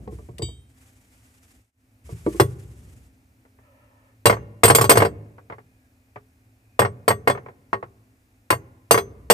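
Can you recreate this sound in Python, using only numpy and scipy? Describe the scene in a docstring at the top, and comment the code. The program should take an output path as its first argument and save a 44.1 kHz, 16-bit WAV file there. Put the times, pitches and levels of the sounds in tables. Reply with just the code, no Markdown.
"""A hammer beats on a steel spanner that sits on the hub nut of a washing-machine tub.
Each impact excites damped modes: the steel rings, the tub clatters, its suspension thumps, and the
spanner rebounds and rattles in its play. Soft knocks and clinks come first, as the hammer is picked up;
between blows it taps and slides. A sleeve rustles, the small room hums, thin tones waver and the level
dips once. A limiter holds the loudest blows down."""
import sys
import numpy as np
from scipy import signal
from scipy.fft import rfft, irfft, next_fast_len
from scipy.io import wavfile
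from scipy.ndimage import uniform_filter1d, minimum_filter1d

SR = 44100
rng = np.random.default_rng(int(sys.argv[2]) if len(sys.argv) > 2 else 0)


def materialize(psi):
    """Save the field psi as 16-bit PCM at rate SR to the path in sys.argv[1].

    A 1-D psi becomes a single channel; in a 2-D psi each row is a channel.
    """
    bounded = np.clip(np.atleast_2d(psi).T, -1, 1)
    quanta = np.round(bounded * 32767).astype(np.int16)
    wavfile.write(sys.argv[1], SR, quanta)


N = 411453

# stereo width: frequency_hz, side_minus_mid_db
STEREO_WIDTH = [(100, -21), (280, -15), (470, -8), (1100, 3), (2200, 2.5), (8100, -8), (12500, -2)]
# noise spectra: frequency_hz, relative_density_db
AIR_SPECTRUM = [(25, -24.5), (41, -4), (119, -0.5), (144, -25.5), (260, -6.5), (368, -21), (782, -22),
                (997, -27), (2420, -26), (3170, -35), (15500, -35.5)]
ECHO_SPECTRUM = [(50, 6), (110, 3), (280, 0.5), (450, -10.5), (1000, -20), (2500, -21), (8000, -48)]
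CLOTH_SPECTRUM = [(200, -4), (2300, 1.5), (4000, -7.5), (8000, -1.5), (13000, -7), (16000, -24.5)]
SWAY_SPECTRUM = [(45, -26.5), (60, 3.0), (85, -2.5), (130, -13.5), (400, -28), (10000, -87.0)]
CLATTER_SPECTRUM = [(100, -33), (270, -13), (440, -3), (1100, -4.5), (1500, -7.5), (2100, -13.5),
                    (5000, -47.5), (15000, -67)]
CRACK_SPECTRUM = [(800, -20), (1900, 6), (3300, 1), (5000, -2), (6700, -10), (8500, -8), (10000, -23),
                  (15000, -33)]
TICK_SPECTRUM = [(2000, -12), (7200, -9), (8600, 3), (10000, -8), (15000, -10)]
# partials of the room's hum: pitch_hz, level_db
HUM_PARTIALS = [(107.7, -66.5), (259, -68.5)]
# narrow noise bands: centre_hz, width_hz, level_db
THIN_TONE_BANDS = [(1660, 110, -83), (2470, 130, -79)]
RUB_BANDS = [(568, 100, -68), (940, 210, -69.5), (1300, 130, -71.5), (1780, 160, -72.5), (2360, 840, -73)]
# normal modes: pitch_hz, relative_level_db, t60_s
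SUSPENSION_MODES = [(75, -11, 0.52), (100.6, 3, 0.28), (119.47, 7, 0.22), (156.3, -3, 0.24)]
TUB_MODES = [(202.6, -10, .15), (304.6, -11, 0.11), (397, -6, 0.26), (458.6, 2, .13), (572.5, -5, .15),
             (695, -3, 0.11), (844, -5, .1), (1014, 2, .08), (1118, -1, 0.13), (1292, -8.5, 0.04),
             (1562, -6.5, 0.038), (1880, -9.5, 0.12), (2157, -5.5, 0.086)]
TUB_FLOOR_MODES = [(312, -1.5, .085), (345, 0, .085), (392, -2.5, .085), (455, -7, .09)]
LOOSE_SPANNER_MODES = [(2277, -11, .28), (2918, -10, .28), (3167, -4, .42), (3709, -1, .35), (4689, 7, .19),
                       (6142, -14, .36), (7257, -8, .2), (7768, 6, .22), (8102, -13, .7), (8581, 3, .09),
                       (10650, -15, .08), (11950, -18, .08), (14190, -19, .28)]
SHANK_MODES = [(2500, -3, .08), (2770, 0, .1), (3180, -3, .09), (3420, -4, .11), (4188, -5, .09),
               (4660, -2.5, .1), (5100, -5, .07), (5600, -7, .09), (6490, -6, .05), (9030, -5, .06)]  # bending of the spanner's arm
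STEEL_MODES = [(8100, -1, .135), (4735, -17, .11), (6155, -20, .23), (7255, -11, .15), (7773, -9, .1),
               (8580, -1, .1), (8753, -6, .09), (10780, -12, .08), (11995, -9, .11), (12480, -6, .12),
               (13480, -14, .12), (14300, -16, .09), (14570, -9.5, .1), (14680, -14, .1)]  # the spanner jammed on the nut
# arm movements: start_s, length_s, cloth_db, sway_db
ARM_MOVES = [(-.05, 0.11, -67, -35), (0.103, 0.045, -55.5, -48), (0.286, .1, -74, -42), (0.68, 1, -65, -62),
             (2.036, 0.28, -57.5, -45), (2.239, .2, -53, -44), (2.539, 0.44, -62.5, -44.5),
             (9.023, 0.24, -82, -47)]
# hand and hammer handle on the tub floor: start_s, hollow_db, tap_db, thump_db
SOFT_KNOCKS = [(0.076, -47.5, -30, -41), (0.122, -30, -44.5, -36), (.187, -40.5, -39.5, -59),
               (0.288, -39, -38.5, -39), (0.394, -25.5, -33.5, -30), (0.418, -19, -30.5, -22),
               (.487, -40, -44, -54), (2.092, -34.5, -37.5, -54.5), (2.121, -35, -48, -28),
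               (2.264, -5, -19, -31.5), (2.345, -19, -37.5, -53.5), (2.398, 1, -28, -39)]
# the loose spanner against its nut: start_s, ring_db, tick_db
SPANNER_CLINKS = [(0.382, -53, -34.5), (0.421, -28.5, -36)]
# the hammer head being lined up: start_s, level_db, bounce_count
HEAD_TOUCHES = [(3.451, -52.5, 0), (3.587, -53.5, 0), (4.367, -31, 0), (5.382, -41, 0), (5.499, -30, 1),
                (5.583, -40, 0), (6.159, -31.5, 0), (7.35, -28.5, 1), (7.461, -36.5, 1), (7.827, -29.5, 0)]
# blows and rebounds; hardness is steel ring over force:
# start_s, force_db, hardness_db, thump_db, first_mode_lift_db
HAMMER_BLOWS = [(2.398, -7.5, -12.5, -11.5, 0), (4.256, -1, -7, -14.5, -7), (4.297, -8, -21.5, -22.5, -3.5),
                (4.326, -16.5, -33.5, -31, 1.5), (4.634, -1, -9, -12, 2), (4.652, -10.5, -2, -30.5, 9),
                (4.679, -12, -9, -27.5, 17.5), (4.7, -3.5, -14.5, -13.5, -5.5), (4.749, -9, 1.5, -15, 0),
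                (4.784, -10.5, -18.5, -17, 0.5), (4.811, -12, -5.5, -17, -4.5),
                (4.841, -14.5, -12, -23.5, 0.5), (4.894, 0, -4, -28.5, 0.5), (4.913, -6, -8.5, -18.5, -1.5),
                (4.955, -14.5, -15, -18.5, 1), (4.972, -8, -11.5, -14.5, -9.5),
                (5.002, -12.5, -21, -18.5, 6), (5.02, -8, -27, -20, 6.5), (5.049, -13, -23, -27, 0.5),
                (6.792, -7.5, -15, -18, 5.5), (6.818, -11, -34.5, -23.5, 2.5),
                (6.849, -14.5, -35.5, -36.5, 7), (7.079, -7, -12.5, -21, 2.5), (7.105, -11, -24, -28.5, -1),
                (7.274, -7, -21.5, -26, -2.5), (7.298, -12.5, -21, -30, 0), (7.73, -14, -39.5, -34, 0.5),
                (8.503, -6.5, -14, -22, -1), (8.525, -13.5, -28, -30, 5), (8.909, -4.5, -4, -20.5, 1.5),
                (8.943, -9, -23.5, -26.5, 3.5), (8.976, -12, -17, -38, 2), (9.3, 0, -7.5, -27.5, -4.5)]


def undb(db):
    """Amplitude grows tenfold every 20 dB."""
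    return 10 ** (np.asarray(db) / 20)


def colour(points, hz):
    """A spectral envelope: gain at hz, interpolated in decibels over log frequency."""
    point_hz, db = np.transpose(points)
    return undb(np.interp(np.log(hz + 1), np.log(point_hz), db))


def noise(spectrum, size=N):
    """Shaped noise of rms 1; independent mid and side signals make the channels partly coherent."""
    padded = next_fast_len(size, True)
    hz = np.arange(padded // 2 + 1) * SR / padded
    width = colour(STEREO_WIDTH, hz)
    mid, side = rfft(rng.standard_normal((2, padded))) * colour(spectrum, hz) / np.hypot(1, width)
    stereo = irfft([mid + width * side, mid - width * side], padded)[:, :size]
    return stereo / stereo.std()


def fade(t, t60, rise_s):
    """Damped vibration builds up, then decays exponentially, 60 dB in t60 seconds."""
    return (1 - np.exp(-t / rise_s)) * np.exp(-np.log(1000) * t / t60)


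def add(out, start_s, sound):
    """Superposition: a sound adds to the mix from start_s on."""
    start = max(int(start_s * SR), 0)
    out[:, start:start + sound.shape[1]] += sound[:, :max(N - start, 0)]


def wander(rate_hz):
    """Random modulation: Gaussian values joined by straight lines."""
    return np.interp(np.arange(N) / SR * rate_hz, np.arange(N), rng.standard_normal(N))


def gate(start_s, end_s, ramp_s):
    """A trapezoidal envelope: fade in, hold, fade out."""
    t = np.arange(N) / SR
    return np.clip(np.minimum(t - start_s, end_s - t) / ramp_s, 0, 1)


def wavering(bands, flicker_db, flicker_hz):
    """Amplitude modulation makes each narrow band of noise swell and fade on its own."""
    out = np.zeros((2, N))
    for hz, width_hz, db in bands:
        bandpass = signal.butter(2, [hz - width_hz / 2, hz + width_hz / 2], "bandpass", fs=SR, output="sos")
        mid, side = signal.sosfilt(bandpass, rng.standard_normal((2, N)))
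        band = mid + np.outer([1, -1], side) * colour(STEREO_WIDTH, hz)
        band *= undb(flicker_db * wander(flicker_hz))
        out += undb(db) * band / band.std()
    return out


def bursts(times, levels_db, spectrum, t60, rise_s):
    """Modes too dense to resolve act as decaying noise; overlapping hits add in power."""
    power = np.zeros((1, N))
    envelope = fade(np.arange(int(0.87 * t60 * SR))[None] / SR, t60, rise_s)
    for start_s, db in zip(times, levels_db):
        add(power, start_s, (undb(db) * envelope) ** 2)
    return np.sqrt(power) * noise(spectrum)


def rings(times, levels_db, modes, rise_s, scatter_db, detune, tilt_db=0, damping=1, first_db=0):
    """A struck body sounds a sum of damped modes; contact point and grip scatter level and pitch."""
    hz, mode_db, t60 = np.transpose(modes)
    spread = np.outer([1, -1], np.arctan(colour(STEREO_WIDTH, hz)))
    draws = rng.standard_normal((len(times), 4, len(hz)))
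    hits = zip(*np.broadcast_arrays(times, levels_db, tilt_db, damping, first_db), draws)
    out = np.zeros((2, N))
    for start_s, db, db_per_octave, damp, lift_db, (strength, pitch, phase, lean) in hits:
        t = np.arange(int(t60.max() / damp * SR), dtype=np.float32) / SR
        decay = fade(t, t60[:, None] / damp, rise_s)
        gain = undb(mode_db + scatter_db * strength + db_per_octave * np.log2(hz))
        # each mode reaches the two channels with its own phase and level difference
        weights = gain * np.exp((1j + .3 * lean) * spread)
        weights *= undb(db) * 2 / np.linalg.norm(weights)
        weights[:, 0] *= undb(lift_db)
        cycles = np.outer(hz * (1 + detune * pitch), t) + phase[:, None]
        angle = (2 * np.pi * cycles).astype(np.float32)
        add(out, start_s, weights.real @ (decay * np.sin(angle)) + weights.imag @ (decay * np.cos(angle)))
    return out


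def background(air_db=-59.5):
    """The room's noise floor: broadband air and a steady sinusoidal hum."""
    t = np.arange(N) / SR
    hum = sum(undb(db) * np.sqrt(2) * np.sin(2 * np.pi * (hz * t + rng.random()))
              for hz, db in HUM_PARTIALS)
    return undb(air_db) * noise(AIR_SPECTRUM) + hum


def thin_tones():
    """Narrowband noise is heard as faint, wavering pitches."""
    return wavering(THIN_TONE_BANDS, flicker_db=6, flicker_hz=7) * gate(5.2, 7.3, ramp_s=.3)


def level_dip(at_s=1.724, depth_db=25, fall_s=0.13, recover_s=0.064):
    """Brief attenuation: the level sinks, then relaxes back."""
    t = np.arange(N) / SR - at_s
    depth = np.clip(1 + t / fall_s, 0, 1) * np.exp(-np.maximum(t, 0) / recover_s)
    return undb(-depth_db * depth)


def reverberation(sound, t60=0.91, wet_db=-29):
    """Reflections from bare walls merge into a dull tail, applied by convolution."""
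    tail = noise(ECHO_SPECTRUM, size=SR) * fade(np.arange(SR) / SR, t60, rise_s=0.018)
    tail /= np.sqrt(np.sum(tail ** 2) / 2)
    return undb(wet_db) * signal.fftconvolve(sound[:1], tail, axes=1)[:, :N]


def arm_envelope(levels_db, attack_s, t60):
    """Incoherent sounds add in power; each arm movement swells, holds and dies away."""
    power = np.zeros(N)
    for (start_s, length_s, _, _), db in zip(ARM_MOVES, levels_db):
        t = np.maximum(np.arange(N) / SR - start_s, 0)
        release_db = 60 * np.maximum(t - length_s, 0) / t60
        power += (undb(db - release_db) * (1 - np.exp(-t / attack_s))) ** 2
    return np.sqrt(power)


def sleeve_and_sway(grain_db=3.0, scuff_db=1.24):
    """Stick-slip friction makes cloth rustle while the arm rocks the tub on its springs."""
    _, _, cloth_db, sway_db = np.transpose(ARM_MOVES)
    grains = undb(grain_db * wander(rate_hz=60) + scuff_db * wander(rate_hz=14))
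    sway = noise(SWAY_SPECTRUM) * arm_envelope(sway_db, attack_s=.024, t60=1)
    cloth = noise(CLOTH_SPECTRUM) * grains * arm_envelope(cloth_db, attack_s=.018, t60=.68)
    return cloth + sway


def hammer_rub():
    """Sliding friction excites hollow resonances as the hammer moves into place."""
    return wavering(RUB_BANDS, flicker_db=2.5, flicker_hz=16) * gate(3.55, 4.18, ramp_s=.09)


def soft_knocks():
    """A slow contact carries little treble, so it mostly sounds the hollow floor of the tub."""
    start_s, hollow_db, tap_db, thump_db = np.transpose(SOFT_KNOCKS)
    hollow = rings(start_s, hollow_db, TUB_FLOOR_MODES, rise_s=.009, scatter_db=2.1, detune=.0028)
    tap = rings(start_s, tap_db, TUB_MODES, rise_s=.0004, scatter_db=1.5, detune=.034,
                tilt_db=-7, damping=1.2)
    scuff = bursts(start_s, tap_db - 20, CRACK_SPECTRUM, t60=.036, rise_s=.0034)
    thump = rings(start_s, thump_db, SUSPENSION_MODES, rise_s=.0015, scatter_db=6, detune=.091)
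    return hollow + tap + scuff + thump


def spanner_clinks():
    """Free vibration: the loose spanner chatters, then rings longer and lower than when jammed."""
    start_s, ring_db, tick_db = np.transpose(SPANNER_CLINKS)
    ring = rings(start_s, ring_db, LOOSE_SPANNER_MODES, rise_s=.0014, scatter_db=1.5, detune=.0003)
    chatter = rings(start_s, ring_db - 9, LOOSE_SPANNER_MODES, rise_s=.001, scatter_db=3, detune=.025,
                    damping=4)
    crack = bursts(start_s, tick_db, CRACK_SPECTRUM, t60=.034, rise_s=.0008)
    tick = bursts(start_s, tick_db - 4, TICK_SPECTRUM, t60=.045, rise_s=.001)
    return ring + chatter + crack + tick


def hammer_touches(bounce_s=.024, loss_db=0.5):
    """Weak impulses, some with a bounce, clack in the tub but are too light to ring the steel."""
    contacts = [(at_s + k * bounce_s, db - k * loss_db)
                for at_s, db, bounces in HEAD_TOUCHES for k in range(round(bounces) + 1)]
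    start_s, level_db = np.transpose(contacts)
    tub = rings(start_s, level_db, TUB_MODES, rise_s=.0008, scatter_db=1, detune=.047, damping=1.8)
    clatter = bursts(start_s, level_db - 3, CLATTER_SPECTRUM, t60=.092, rise_s=.00027)
    crack = bursts(start_s, level_db - 30, CRACK_SPECTRUM, t60=.08, rise_s=.001)
    thump = rings(start_s, level_db - 13, SUSPENSION_MODES, rise_s=.0074, scatter_db=.5, detune=.028)
    return tub + clatter + crack + thump


def tub_shock():
    """Structure-borne sound: the hub passes each blow to the tub and its suspension."""
    start_s, force_db, _, thump_db, _ = np.transpose(HAMMER_BLOWS)
    shock_db = force_db - 1.5
    clatter = bursts(start_s, shock_db, CLATTER_SPECTRUM, t60=.08, rise_s=.0001)
    # a long, heavy push gives more thump and a duller tub; a short, light tap sounds brighter
    db_per_octave = 0.14 * (force_db - thump_db - 13.5) - 0.041 * (force_db + 7.5)
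    tub = rings(start_s, shock_db, TUB_MODES, rise_s=.0006, scatter_db=3, detune=.011,
                tilt_db=db_per_octave, damping=1.15)
    thump = rings(start_s, thump_db, SUSPENSION_MODES, rise_s=.01, scatter_db=.5, detune=.044)
    return clatter + tub + thump


def hammer_on_spanner(hardness_share=0.51, chatter_delay_s=.009):
    """Impact of steel on steel: the harder the contact, the more it cracks and excites high modes."""
    start_s, force_db, hardness_db, _, lift_db = np.transpose(HAMMER_BLOWS)
    steel_db = force_db + hardness_db
    contact_db = force_db + hardness_share * hardness_db - 9.5
    tick = bursts(start_s, steel_db + 6, TICK_SPECTRUM, t60=.042, rise_s=.0035)
    crack = bursts(start_s, contact_db + 4, CRACK_SPECTRUM, t60=.068, rise_s=.004)
    # the spanner chatters in its play just after each contact
    late_s = start_s + chatter_delay_s * rng.uniform(.6, 1.4, len(start_s))
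    chatter = rings(late_s, contact_db - 1, SHANK_MODES, rise_s=.0008, scatter_db=4, detune=.045,
                    damping=1.5)
    shank = rings(start_s, contact_db + 1, SHANK_MODES, rise_s=.001, scatter_db=4.5, detune=.012)
    steel = rings(start_s, steel_db, STEEL_MODES, rise_s=.004, scatter_db=3.5, detune=.0005,
                  first_db=lift_db)
    # while hammer and nut still press on the spanner, its modes are shifted and die sooner
    pressed = rings(start_s, steel_db - 1, STEEL_MODES, rise_s=.003, scatter_db=3, detune=.008,
                    damping=2.1)
    return tick + crack + chatter + shank + steel + pressed


def scene(knock_echo_db=-3):
    """Direct sound, reverberation and background superpose; the brief dip acts on them all."""
    metal = hammer_on_spanner() + tub_shock() + hammer_touches() + spanner_clinks()
    knocks = soft_knocks()
    echo = reverberation(metal + undb(knock_echo_db) * knocks)
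    quiet_sounds = sleeve_and_sway() + hammer_rub() + thin_tones() + background()
    return (metal + knocks + echo + quiet_sounds) * level_dip()


def record(dry, low_cut_hz=51, top_hz=15000, threshold=1.8, window_s=.0031, release_db_per_s=400):
    """Band and peak limiting: a bass cut, a look-ahead limiter, soft saturation and a treble cut."""
    dry = signal.sosfilt(signal.butter(2, low_cut_hz, "highpass", fs=SR, output="sos"), dry)
    over_db = 20 * np.log10(np.maximum(1, np.abs(dry).max(axis=0) / threshold))
    recovery_db = release_db_per_s * np.arange(N) / SR
    cut_db = np.maximum.accumulate(over_db + recovery_db) - recovery_db
    span = int(window_s * SR)
    limited = dry * uniform_filter1d(minimum_filter1d(undb(-cut_db), span), span)
    rounded = limited / (1 + (limited / .9) ** 6) ** (1 / 6)
    return signal.sosfilt(signal.ellip(8, .2, 70, top_hz, fs=SR, output="sos"), rounded)


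dry = scene()
out = record(dry)
materialize(out)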